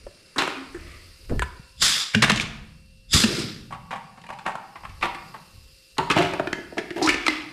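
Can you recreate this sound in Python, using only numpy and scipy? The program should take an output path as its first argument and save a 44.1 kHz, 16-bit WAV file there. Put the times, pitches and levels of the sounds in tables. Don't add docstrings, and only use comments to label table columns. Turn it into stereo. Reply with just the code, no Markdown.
import sys
import numpy as np
from scipy import signal
from scipy.fft import rfft, irfft
from scipy.io import wavfile
from scipy.ndimage import uniform_filter1d

SR = 44100
rng = np.random.default_rng(int(sys.argv[2]) if len(sys.argv) > 2 else 0)


def ratio_of_db(decibels):
    return 10 ** (np.asarray(decibels, float) / 20)


def generate_wav(sig):
    pcm = np.round(np.clip(np.atleast_2d(sig).T, -1, 1) * 32767).astype(np.int16)
    wavfile.write(sys.argv[1], SR, pcm)


N = 331632
VALVE_OPENS_S = 0.005

# time in seconds, gain in dB, room murmur in dB, thin hiss in dB.
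BACKGROUND_LEVELS = [(0, -2, 4, -4), (.5, 1, -0.5, -5), (1.3, 1, -1.5, 3), (1.55, -1.5, 4, -1),
                     (1.8, -2, -15, -1), (2.6, -6.5, -11, -3), (3.1, -9, -3, 1), (3.4, -8, -3, -14),
                     (3.7, -8.5, -3, -13), (4.05, -6.5, -5, -12), (4.4, -6.5, 4, 1), (5.3, 0, -0.5, 4),
                     (5.9, -1.5, -6, 3), (6.5, -1.5, -4, 3.5), (7.52, -1, -6, -1)]
# frequency in Hz, density in dB per Hz.
BACKGROUND_COLOUR = [(100, 1), (250, -3.5), (420, 0), (800, -18.5), (1250, -9.5), (2000, -9.5),
                     (2700, -5.5), (3300, -10.5), (4800, -0.5), (6200, -13.5), (7200, -13.5), (9500, -11),
                     (11500, -20.5), (13500, -19.5)]
# frequency in Hz, peak level in dB.
HUM = [(527.6, -67.5), (2595, -82.5), (2708, -63.5), (2826, -75)]
# frequency in Hz, decay time t60 in seconds.
ROOM_DECAY = [(150, 1), (500, 0.72), (2000, 0.7), (6000, 0.55), (12000, 0.37)]
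# time in seconds, peak in dB, fall in dB per second.
HANDLING = [(.06, -40.5, 230), (.4, -53, 35), (.77, -37.5, 34), (1.357, -19, 131), (1.84, -32.5, 301),
            (2.22, -35, 22), (3.14, -33, 53), (3.55, -46, 26), (1.55, -49, 40), (4.88, -36.5, 49),
            (5.57, -40.5, 90), (6.01, -43, 23), (6.2, -44, 80), (6.4, -46, 18), (7.1, -39.5, 51)]
# frequency in Hz, density in dB per Hz.
HANDLING_COLOUR = [(15, -9), (35, 1), (80, 0.5), (130, -13), (220, -20), (500, -60)]
# time in seconds, peak in dB, fall in dB per second.
PANEL = [
    (1.84, -43, 110),
    (2.5, -49.5, 24),
    (3.45, -43, 15),
    (3.95, -48, 50),
    (5.25, -49, 50),
    (7.4, -53.5, 17),
]
# frequency in Hz, density in dB per Hz.
PANEL_COLOUR = [(70, -27), (110, 0.5), (160, 2.5), (230, -5), (330, -40.5)]
# time in seconds, level in dB.
GUST = [
    (1.29, -52),
    (1.318, -25),
    (1.41, -58.5),
]
# time in seconds, level in dB.
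SLEEVE = [(.72, -65), (.8, -52), (.92, -48), (1.1, -59.5), (1.28, -71)]
# centre in Hz, width in Hz, level in dB.
SLEEVE_BANDS = [(1250, 200, 8), (2000, 360, 10.5), (600, 170, 6.5)]

# start in seconds, peak in dB, contact colour in Hz, rattle length in seconds.
HELD = [(.36, -23, 1140, 0.022), (.382, -12.5, 1060, 0.011), (.419, -14.5, 900, 0.0082),
        (.476, -15, 950, 0.00058), (.744, -30, 1530, 0.01)]
TAPPED = [
    (.067, -33.5, 533, 0.0047),
    (1.296, -25, 1250, 0.026),
    (1.394, -6.5, 1850, 0.0014),
    (1.4205, -8.5, 1470, 0.0058),
]
RAM = [
    (2.143, -32, 2100, 0.0054),
    (2.1495, -2.5, 2700, 0.002),
    (3.237, -6, 2500, 0.0017),
]
CRUMPLE = [(2.221, 0, 2190, 0.015), (2.235, 0, 1580, 0.0088), (2.243, -2.5, 1900, 0.0071),
           (2.259, -17.5, 1200, 0.0078), (2.279, -12, 1210, 0.014), (2.296, 0, 1850, 0.0081),
           (2.305, -1.5, 1680, 0.0043)]
CREASES = [(2.318, -5.5, 2500, 0.0018), (2.359, -11.5, 3000, 0.0044), (2.369, -20, 5900, 0.0027),
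           (2.374, -11.5, 2500, 0.0046), (2.39, -22, 2500, .002), (2.398, -6, 2380, 0.0036),
           (2.407, -12, 3200, 0.015)]
FLAT = [(3.706, -28.5, 805, 0.031), (3.724, -21, 1100, 0.011), (3.744, -29, 1146, 0.01),
        (3.907, -20.5, 900, 0.017), (3.929, -20, 824, 0.012), (3.958, -20, 1200, 0.013),
        (4.174, -34, 960, 0.016), (4.238, -35.5, 890, 0.01), (4.264, -32.5, 1750, 0.0033),
        (4.289, -23, 1080, 0.0073), (4.302, -17.5, 960, 0.0047), (4.387, -28.5, 1080, 0.01),
        (4.463, -11, 960, 0.0041), (4.477, -15.5, 865, 0.014), (4.503, -24.5, 960, 0.01),
        (4.553, -15.5, 950, 0.0061), (4.325, -27, 910, 0.0079), (5.011, -25, 2030, 0.0065),
        (5.026, -6, 1140, 0.012), (5.054, -14, 1140, 0.0086), (5.146, -21, 1880, 0.0084),
        (5.341, -25.5, 960, 0.019), (5.362, -37, 980, 0.005)]
TICKS = [(4.215, -35, 2900, .004), (4.238, -35, 1700, 0.0067), (4.387, -34.5, 2500, 0.011),
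         (4.755, -25.5, 1060, 0.012), (4.77, -40, 1300, 0.0072), (4.807, -35, 900, 0.0043),
         (4.834, -26, 880, 0.011), (4.85, -20, 1190, 0.0057), (4.893, -34, 2420, 0.0079)]
SCUFFS = [(2.132, -14, 2100, 0.025), (2.212, -26, 1500, 0.009), (2.29, -18, 1900, 0.0068),
          (4.45, -19, 1000, 0.031), (5.966, -29, 975, 0.0098), (6.092, -28, 1200, .009),
          (6.155, -20, 800, 0.013), (7.25, -23, 2000, 0.013)]
LOADED = [(5.982, -8.5, 950, 0.012), (6.1, -5, 1200, 0.0073), (6.111, -7, 2500, 0.0037),
          (6.162, -4, 724, 0.026), (6.249, -25, 800, 0.014), (6.309, -27, 820, 0.016),
          (6.334, -16.5, 805, 0.0037), (6.396, -8, 600, 0.0021)]
SEATED = [(6.472, -12, 1510, 0.0025), (6.529, -8, 1790, 0.0024), (6.583, -31, 1740, 0.0027),
          (6.722, -31, 640, 0.0036), (6.77, -19, 700, 0.017), (6.78, -11.5, 1820, 0.0068),
          (6.905, -18.5, 1790, 0.0027), (6.963, -25, 676, 0.055), (7.015, -14.5, 694, 0.0076),
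          (7.073, -9.5, 1240, 0.009), (7.09, -1, 2190, 0.003), (7.142, -10, 2280, 0.0038)]
DROPPED = [(7.265, -7.5, 2500, 0.0043), (7.281, 1.5, 1850, 0.003), (7.297, -24, 2010, 0.0027)]
CHATTER = [(.382, -9, 3800, 0.0019), (7.024, -13.5, 4850, 0.0082), (7.042, -22, 4460, 0.0061),
           (7.06, -12, 5470, 0.0014)]
PINGS = [(5.9815, -10.5, 4120, 0.0022), (6.1, -14.5, 3200, 0.0043), (6.187, -14, 2900, 0.007),
         (6.222, -15, 2000, 0.0033), (6.251, -24, 2900, 0.0024), (6.311, -28, 3500, 0.0027),
         (6.336, -19, 2500, 0.0036), (7.075, -20, 2600, 0.0037), (7.105, -16, 2700, 0.0043),
         (7.128, -18, 2500, 0.0057), (4.266, -35, 2400, .005), (4.33, -37, 2400, .01),
         (4.518, -32, 2170, 0.0043), (3.119, -28, 3600, .008)]

# frequency in Hz, level in dB, decay time t60 in seconds.
HELD_WALL = [(801, -10, 0.29), (1080, -15.5, 0.12), (1480, 1, 0.031), (1715, 4, 0.04)]
HELD_AIR = [(288, -5.5, 0.26), (355, 24, 0.057)]
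TAPPED_WALL = [(600, 6, 0.029), (1013, -14, 0.022), (1740, 27, 0.22), (3100, -13, .06)]
CRUMPLE_WALL = [(1300, -2, 0.017), (1855, -0.5, 0.012), (2790, 1, 0.0042)]
FRAME = [(131, -18, 0.14), (157.5, 0.5, 0.15), (206, 6, 0.068), (282, 0, 0.099)]
RAM_FRAME = [(109.9, -12.5, 0.56), (212.4, 1, 0.1), (415, -3.5, 0.35)]
FLAT_WALL = [(763, -14, 0.58), (786, -1.5, 0.43), (819, -6, 0.65), (905, -0.5, 0.27), (960, 0, 0.33),
             (1060, -8, 0.021), (1140, 12, 0.072), (1290, -9, 0.22)]
FLAT_AIR = [(214, 2.5, 0.029), (320, -8.5, 0.038)]
LOADED_WALL = [(696, 1, 0.084), (950, -12.5, 0.59), (1250, -23, 0.035), (2500, 11, 0.019)]
LOADED_AIR = [(177, -7.5, 0.04), (295, -6, 0.042), (370, -7.5, 0.09)]
SEATED_WALL = [(950, -15, 0.39), (1740, -7, 0.21), (2100, -5, 0.023), (4530, -45, 0.077)]
SEATED_AIR = [(360, 20, 0.049), (425, -13, 0.21)]
DROPPED_WALL = [(1330, -3, 0.19), (1740, -2, 0.23), (2030, 7, 0.069), (3200, 1.5, 0.25), (4080, 22, .012)]
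DROPPED_AIR = [(306, 15, 0.25), (334, -3, 0.23), (262.5, 3, 0.24)]
RIM = [(2900, -6, .07), (4120, -1, 0.032), (4460, -13, 0.058)]

# start in seconds, level in dB, centre in Hz, fade in seconds, low ring over scrape in dB.
SCRAPES = [(0.383, -15, 1390, 0.33, -5), (3.911, -24, 1080, 0.1, -15), (4.289, -37, 1070, 0.13, -2.5),
           (4.458, -32, 1020, 0.089, 2), (5.024, -14.5, 1010, 0.12, -6), (6.101, -26, 1730, 0.48, -16),
           (6.162, -17, 1340, 0.31, -5), (6.184, -28, 1040, 0.13, 2.5), (6.963, -31, 780, 0.28, 13.5),
           (7.02, -31, 950, 0.15, 8), (7.104, -29, 1690, 1, -29), (7.3, -28, 2600, 0.48, -10)]
# start in seconds, length in seconds, first Hz, last Hz.
SLIDE_IN = (7.016, .09, 700, 2500)
# time in seconds, peak in dB, frequency in Hz, damping per cycle.
JOLTS = [(1.6, -34, 143, 2.5), (3.15, -11, 108, 2.4), (3.164, -7.5, 140, 4.9), (2.16, -13.5, 218, 0.35),
         (3.243, -12, 220, 0.55), (6.168, -14.5, 320, 0.59), (6.2, -19, 372, 0.38), (2.325, -17, 210, 0.83),
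         (7.02, -21, 312, 0.12), (7.8, -21, 312, .25), (2.1525, -7, 2800, 0.31), (2.151, -9.5, 1560, 0.44),
         (2.4035, -16, 2230, 0.63), (7.2695, -13, 2290, 0.46), (7.271, -16.5, 1300, .4),
         (.07, -30, 560, 0.64), (5.986, -17.5, 890, .12), (1.4245, -19, 1000, 0.27), (.56, -35, 268, 0.097)]
# opening in seconds, hiss in dB, sag in dB per second, hold in seconds,
# release in dB per second.
BLASTS = [
    (1.823, -16, 37.5, 0.19, 138),
    (3.135, -15.5, 30, 0.11, 2503.5),
    (3.257, -26, -8.5, 0.14, 100),
]
# whistle over hiss in dB, low roar over hiss in dB,
# extra roar fade in dB per second.
BLAST_VOICES = [
    (-3.5, -12.5, 81),
    (-3.5, -7.5, -36),
    (-23, 5.5, 6),
]
# frequency in Hz, density in dB per Hz.
JET = [(530, -23.5), (900, -18.5), (1250, -9.5), (2890, -9), (3400, -7), (5080, -4.5), (5920, -8.5),
       (8130, -10.5), (12600, -23), (14500, -28), (15000, -53)]
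# frequency in Hz, width in Hz, level in dB.
PORTS = [(3520, 520, 0), (4950, 380, -1), (7300, 1400, -11), (10300, 500, -18)]
# frequency in Hz, side over mid in dB.
SIDE_COLOUR = [(60, 8.5), (110, -18), (200, -23), (380, -16), (690, 2.5), (1270, -2.5), (2350, 2),
               (4330, 7), (7970, 13.5), (14700, -2.5)]
# time in seconds, side gain in dB.
WIDTH = [(0, -8), (1.4, -6), (1.8, -23), (2.5, -34.5), (3.3, -32), (3.6, -34), (6.4, -39), (7, -24),
         (7.5, -16.5)]


def evened(x):
    return x / np.sqrt(np.mean(x ** 2) + 1e-20)


def peaked(x):
    return x / (abs(x).max() + 1e-20)


def read(points, hz):
    f, value = np.transpose(points)
    return np.interp(np.log(hz + 1), np.log(f + 1), value)


def curve(rows):
    s, *columns = np.transpose(rows)
    t = np.arange(N) / SR
    gate = uniform_filter1d(1. * (t > s[0]) * (t < s[-1]), size=300)
    return [gate] + [np.interp(t, s, c) for c in columns]


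def add(mix, s, sound):
    part = mix[round(s * SR):][:len(sound)]
    part += sound[:len(part)]


def coloured(x, points):
    return irfft(rfft(x) * ratio_of_db(read(points, np.fft.rfftfreq(len(x), 1 / SR))), len(x))


def resonate(x, hz, width):
    return signal.lfilter(*signal.iirpeak(hz, hz / width, SR), x)


def band(x, lo_hz, hi_hz):
    return signal.sosfilt(signal.butter(3, [lo_hz, hi_hz], "bandpass", fs=SR, output="sos"), x)


def glide(x, hz, width):
    turn = np.exp(2j * np.pi * np.cumsum(hz) / SR)
    r = np.exp(-np.pi * width / SR)
    return 2 * (turn * signal.lfilter([1 - r], [1, -r], x / turn)).real


def patchy(points, patchy_db, flicker_db):
    frames, hz = N // 128 + 5, np.fft.rfftfreq(512, 1 / SR)
    a, b, patches = rng.standard_normal((frames, 257, 3)).T
    patches = uniform_filter1d(uniform_filter1d(patches, size=6, axis=0), size=14, axis=1)
    flicker = flicker_db * rng.standard_normal(frames)
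    db = read(points, hz)[:, None] + patchy_db * evened(patches) + flicker
    return signal.istft((a + 1j * b) * ratio_of_db(db), nperseg=512, noverlap=384)[1][:N]


def background():
    cloud = evened(patchy(BACKGROUND_COLOUR, patchy_db=1.5, flicker_db=-1.0))
    t = np.arange(N) / SR
    waver = evened(uniform_filter1d(rng.standard_normal(N), size=2500))
    hum = sum(ratio_of_db(db + 0.95 * waver) * np.sin(2 * np.pi * f * t + 0.32 * waver) for f, db in HUM)
    murmur = coloured(cloud, [(2300, 0), (3200, -60)])
    thin = coloured(cloud, [(10500, -60), (11500, 0)])
    _, gain_db, murmur_db, thin_db = curve(BACKGROUND_LEVELS)
    air = cloud + (ratio_of_db(murmur_db) - 1) * murmur + (ratio_of_db(thin_db) - 1) * thin
    return ratio_of_db(gain_db - 53.5) * air + hum


def room(x):
    taps = np.zeros(SR)
    at = np.arange(200, SR - 20, 20)
    taps[at + rng.integers(0, 20, len(at))] = rng.choice([-1., 1.], len(at))
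    hz, t, z = signal.stft(taps, SR, nperseg=256)
    tail = signal.istft(z * ratio_of_db(-60 * t / read(ROOM_DECAY, hz)[:, None]), SR, nperseg=256)[1]
    return signal.fftconvolve(x, tail / np.linalg.norm(tail))[:N]


def bumps(rows):
    rise_db_per_s, still_db = 233, -75
    t = np.arange(N // 64 + 1) * 64 / SR
    s, db, fall = np.transpose(rows)[:, :, None]
    level_db = (db - np.maximum(fall * (t - s), rise_db_per_s * (s - t))).max(0)
    return np.repeat(ratio_of_db(np.maximum(level_db, still_db)), 64)[:N]


def rumble():
    gust_colour = [(60, -8.5), (150, -6), (400, -11.5), (1000, -32), (3000, -67)]
    hands = np.array([evened(coloured(rng.standard_normal(N), HANDLING_COLOUR)) for _ in range(2)])
    gust = np.array([evened(coloured(rng.standard_normal(N), gust_colour)) for _ in range(2)])
    gate, gust_db = curve(GUST)
    panel = evened(coloured(rng.standard_normal(N), PANEL_COLOUR))
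    return bumps(HANDLING) * hands + bumps(PANEL) * panel + gate * ratio_of_db(gust_db + 10.0) * gust


def swish():
    gate, db = curve(SLEEVE)
    cloth = rng.standard_normal(N)
    return gate * ratio_of_db(db) * evened(sum(ratio_of_db(g) * resonate(cloth, f, w) for f, w, g in SLEEVE_BANDS))


def snaps(count, grain_db):
    return rng.standard_normal(count) * ratio_of_db(grain_db * np.minimum(rng.exponential(1, count), 5))


def ring(modes, near_hz, focus_db):
    hz, db, t60 = np.transpose(modes)[:, :, None]
    t, chance = np.arange(SR // 3) / SR, rng.standard_normal((2, len(modes), 1))
    db = db - focus_db * abs(np.log2(hz / near_hz)) + 2.2 * chance[0]
    return (ratio_of_db(db - 60 * t / t60) * np.sin(2 * np.pi * hz * (1 + 0.013 * chance[1]) * t)).sum(0)


def knocks(rows, wall, air, ring_db, low_db, low_follow, treble_db, squareness, tick,
           broad=0.19, floor_hz=300, rise_s=0.00085, spread=0.21):
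    out, t = np.zeros(N), np.arange(SR // 10) / SR
    for s, db, hz, length in rows:
        shape = (1 - np.exp(-t / max(rise_s, .0002))) * np.exp(-(t / max(length, .0005)) ** squareness)
        rattle = peaked(shape * snaps(count=len(t), grain_db=3.)) + tick * (np.arange(len(t)) == 20)
        wide = band(rattle, floor_hz, min(2.21 * hz, 7000))
        narrow = resonate(band(rattle, 0.66 * floor_hz, min(4.5 * hz, 9000)), hz, spread * hz)
        contact = peaked(broad * wide + 2. * narrow)
        crack = peaked(band(rattle, 2610, 8780))
        skin = peaked(signal.fftconvolve(rattle, ring(wall, hz, focus_db=13.5)))
        boom = peaked(band(signal.fftconvolve(rattle, ring(air, hz, focus_db=-6.5)), 98, 550))
        add(out, s, ratio_of_db(db - 4.5) * contact + ratio_of_db(treble_db + db) * crack)
        add(out, s, ratio_of_db(db - 2.0 + ring_db) * skin + ratio_of_db(low_db + low_follow * db) * boom)
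    return out


def held_can():
    return knocks(HELD, HELD_WALL, HELD_AIR, ring_db=-5.5, low_db=-26.5, low_follow=0.044,
                  treble_db=-12, squareness=0.6, tick=0.78)


def tapped_can():
    return knocks(TAPPED, TAPPED_WALL, HELD_AIR, ring_db=-23.5, low_db=-26.5, low_follow=0.34,
                  treble_db=-10, squareness=0.85, tick=2.8, broad=0.695)


def rims():
    pings = knocks(PINGS, RIM, SEATED_AIR, ring_db=-11, low_db=-52, low_follow=0.7, treble_db=-12,
                   squareness=1.4, tick=0.53, broad=0.085, floor_hz=1200, spread=0.096)
    chatter = knocks(CHATTER, RIM, SEATED_AIR, ring_db=-12.5, low_db=-60, low_follow=0.67,
                     treble_db=-26, squareness=0.43, tick=0.54)
    return pings + chatter


def scuffs():
    return knocks(SCUFFS, CRUMPLE_WALL, FRAME, ring_db=-23, low_db=-31, low_follow=1.0, treble_db=-22,
                  squareness=6., tick=0.0, broad=0.4, floor_hz=600, rise_s=.03)


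def pried_can():
    clacks = knocks(FLAT, FLAT_WALL, FLAT_AIR, ring_db=-8.0, low_db=-31.5, low_follow=0.57,
                    treble_db=-20.5, squareness=0.98, tick=0.79, broad=0.5, floor_hz=470)
    ticks = knocks(TICKS, FLAT_WALL, FLAT_AIR, ring_db=-19, low_db=-34.5, low_follow=0.49,
                   treble_db=-23, squareness=0.8, tick=0.76, broad=0.45, floor_hz=600)
    return clacks + ticks


def next_can():
    loaded = knocks(LOADED, LOADED_WALL, LOADED_AIR, ring_db=-14.0, low_db=-11.5, low_follow=1.0,
                    treble_db=-24.5, squareness=0.64, tick=0.38)
    seated = knocks(SEATED, SEATED_WALL, SEATED_AIR, ring_db=-18.5, low_db=-16.5, low_follow=0.41,
                    treble_db=-26, squareness=0.82, tick=0.75)
    dropped = knocks(DROPPED, DROPPED_WALL, DROPPED_AIR, ring_db=-11.5, low_db=-20.5, low_follow=0.84,
                     treble_db=-21, squareness=0.96, tick=1.0, broad=0.4, spread=0.45, rise_s=0.00043)
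    return loaded + seated + dropped


def scrapes():
    rise_s, fade_db, sag, hollow_linger = 0.009, -36, 0.33, 0.039
    unevenness = evened(uniform_filter1d(rng.standard_normal(N + SR), size=150))
    grains = snaps(count=N + SR, grain_db=2.5) * ratio_of_db(3.4 * unevenness)
    wide_colour = [(250, -36), (500, -16.0), (2500, -2.0), (5000, -16.5), (12000, -44.5)]
    wide = evened(coloured(grains, wide_colour))
    hollow = evened(resonate(grains, 336.6, 39))
    out, t = np.zeros(N), np.arange(SR // 3) / SR
    for s, db, centre_hz, fade, low_db in SCRAPES:
        span, gone = slice(round(s * SR), round(s * SR) + len(t)), t / fade
        hz = centre_hz * (1 - sag * np.minimum(gone, 1))
        wall = evened(glide(glide(grains[span], hz, 720), hz, 550))
        wall = wall + 0.5 * evened(glide(grains[span], 2.1 * hz, 260))
        hollow_level = ratio_of_db(low_db - hollow_linger * fade_db * gone)
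        body = wide[span] + 0.44 * wall + hollow_level * hollow[span]
        start = np.minimum(t / rise_s, 1)
        stop = np.clip((min(fade, t[-1]) - t) / rise_s, 0, 1)
        add(out, s - rise_s / 2, start * stop * ratio_of_db(db - 8.5 + fade_db * gone) * body)
    return out


def slide_in():
    s, length, from_hz, to_hz = SLIDE_IN
    t, out = np.arange(SR // 4) / SR, np.zeros(N)
    done, grains = np.minimum(t / length, 1), snaps(count=len(t), grain_db=4.5)
    hz = from_hz * (to_hz / from_hz) ** done ** 2
    wall = evened(glide(glide(grains, hz, 260), hz, 260)) + 0.23 * evened(glide(grains, 1.9 * hz, 300))
    level = np.minimum(t / .01, 1) * ratio_of_db(-900 * np.maximum(t - length, 0))
    air = evened(resonate(np.tanh(grains) * level, 303, 25))
    swell = ratio_of_db(-18 - 10.5 * (1.5 - done))
    add(out, s, swell * level * wall + ratio_of_db(-33.5) * air)
    return out


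def crushed_can():
    ram = knocks(RAM, CRUMPLE_WALL, RAM_FRAME, ring_db=-1.5, low_db=-13.5, low_follow=0.48,
                 treble_db=-39, squareness=0.61, tick=4.1, spread=.45)
    crumple = knocks(CRUMPLE, CRUMPLE_WALL, FRAME, ring_db=-15, low_db=-18.5, low_follow=1.0, treble_db=-19.0,
                     squareness=2.05, tick=0.72, broad=1.3, rise_s=.002, spread=0.62)
    creases = knocks(CREASES, CRUMPLE_WALL, FRAME, ring_db=-19, low_db=-19.5, low_follow=0.98,
                     treble_db=-38, squareness=1.04, tick=0.73, broad=0.4, spread=0.32)
    return ram + crumple + creases


def jolts():
    out = np.zeros(N)
    for s, db, hz, damping in JOLTS:
        cycles = np.arange(5000) / SR * hz
        swing = np.sin(2 * np.pi * cycles) * cycles * np.exp(-damping * cycles)
        add(out, s - .004, -ratio_of_db(db) * peaked(swing))
    return out


def valve(t, hiss_db, sag, hold, release):
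    surge_db, surge_s, leak_db, leak_db_per_s = 3.5, 0.026, -14, 951
    after = np.maximum(t, 0)
    surge = surge_db * np.exp(-after / surge_s)
    flow = surge - sag * np.minimum(after, hold) - release * np.maximum(t - hold, 0)
    leak = leak_db * np.clip(-t / VALVE_OPENS_S, 0, 1) + leak_db_per_s * np.minimum(t + VALVE_OPENS_S, 0)
    return hiss_db + flow + leak


def blasts():
    jet = evened(patchy(JET, patchy_db=1.6, flicker_db=-1.8))
    source = patchy([(100, 0.019), (15000, 0.005)], patchy_db=-1.5, flicker_db=2.2)
    whistle = evened(sum(ratio_of_db(db) * resonate(resonate(source, f, w), f, w) for f, w, db in PORTS))
    roar, out = evened(band(source, 100, 380)), np.zeros(N)
    fizz = coloured(jet, [(4300, -17.5), (6500, -2.5)])
    for (s, *flow), (port_db, low_db, low_fade) in zip(BLASTS, BLAST_VOICES):
        t = np.arange(N) / SR - s
        hiss_db = valve(t, *flow)
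        whistle_db = np.where(t < -VALVE_OPENS_S / 2, 7.5, port_db)
        roar_db = hiss_db + low_db - low_fade * np.clip(t, 0, 1)
        dull = np.clip(-(hiss_db + 14) * .065, 0, .9)
        out += ratio_of_db(hiss_db - 3.0) * (jet - dull * fizz + ratio_of_db(whistle_db) * whistle)
        out += ratio_of_db(roar_db - 8.5) * roar
    return out


def scene():
    near = tapped_can()
    cans = held_can() + rims() + scuffs() + pried_can() + next_can() + crushed_can()
    cans += scrapes() + slide_in()
    air = blasts() + jolts()
    sent = cans + ratio_of_db(-5.5) * near + ratio_of_db(-4.0) * band(air, 250, 15000)
    turn = 2 * np.pi * 7 * np.arange(N) / SR
    echo = room(sent * np.cos(turn)) + room(sent * np.sin(turn))
    mid = cans + near + air + ratio_of_db(-8.5) * echo + swish() + background()
    return mid + rumble()


def top_cut(x):
    return signal.sosfilt(signal.butter(12, 15290, fs=SR, output="sos"), x)


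def record(dry):
    mid = dry.mean(0)
    scatter = rng.standard_normal(2500) * np.exp(-np.arange(2500) / 450)
    scattered = signal.oaconvolve(mid, scatter / np.linalg.norm(scatter))[:N]
    side = coloured(scattered, SIDE_COLOUR) + (dry[0] - dry[1]) / 2
    top = coloured(.6 * side - .5 * mid, [(10500, -60), (11700, 0)])
    below = coloured(side + 0.35 * mid, [(11000, -1.5), (11700, -52)])
    side = ratio_of_db(curve(WIDTH)[1]) * below + top
    loud = np.tanh(np.array([mid + side, mid - side]) / 1.9) * 1.9
    edge = [(14000, 0), (14500, -14), (15000, -70)]
    ports = np.clip([coloured(v, edge) for v in loud], -.95, .95)
    return top_cut(ports)


dry = scene()
out = record(dry)
generate_wav(out)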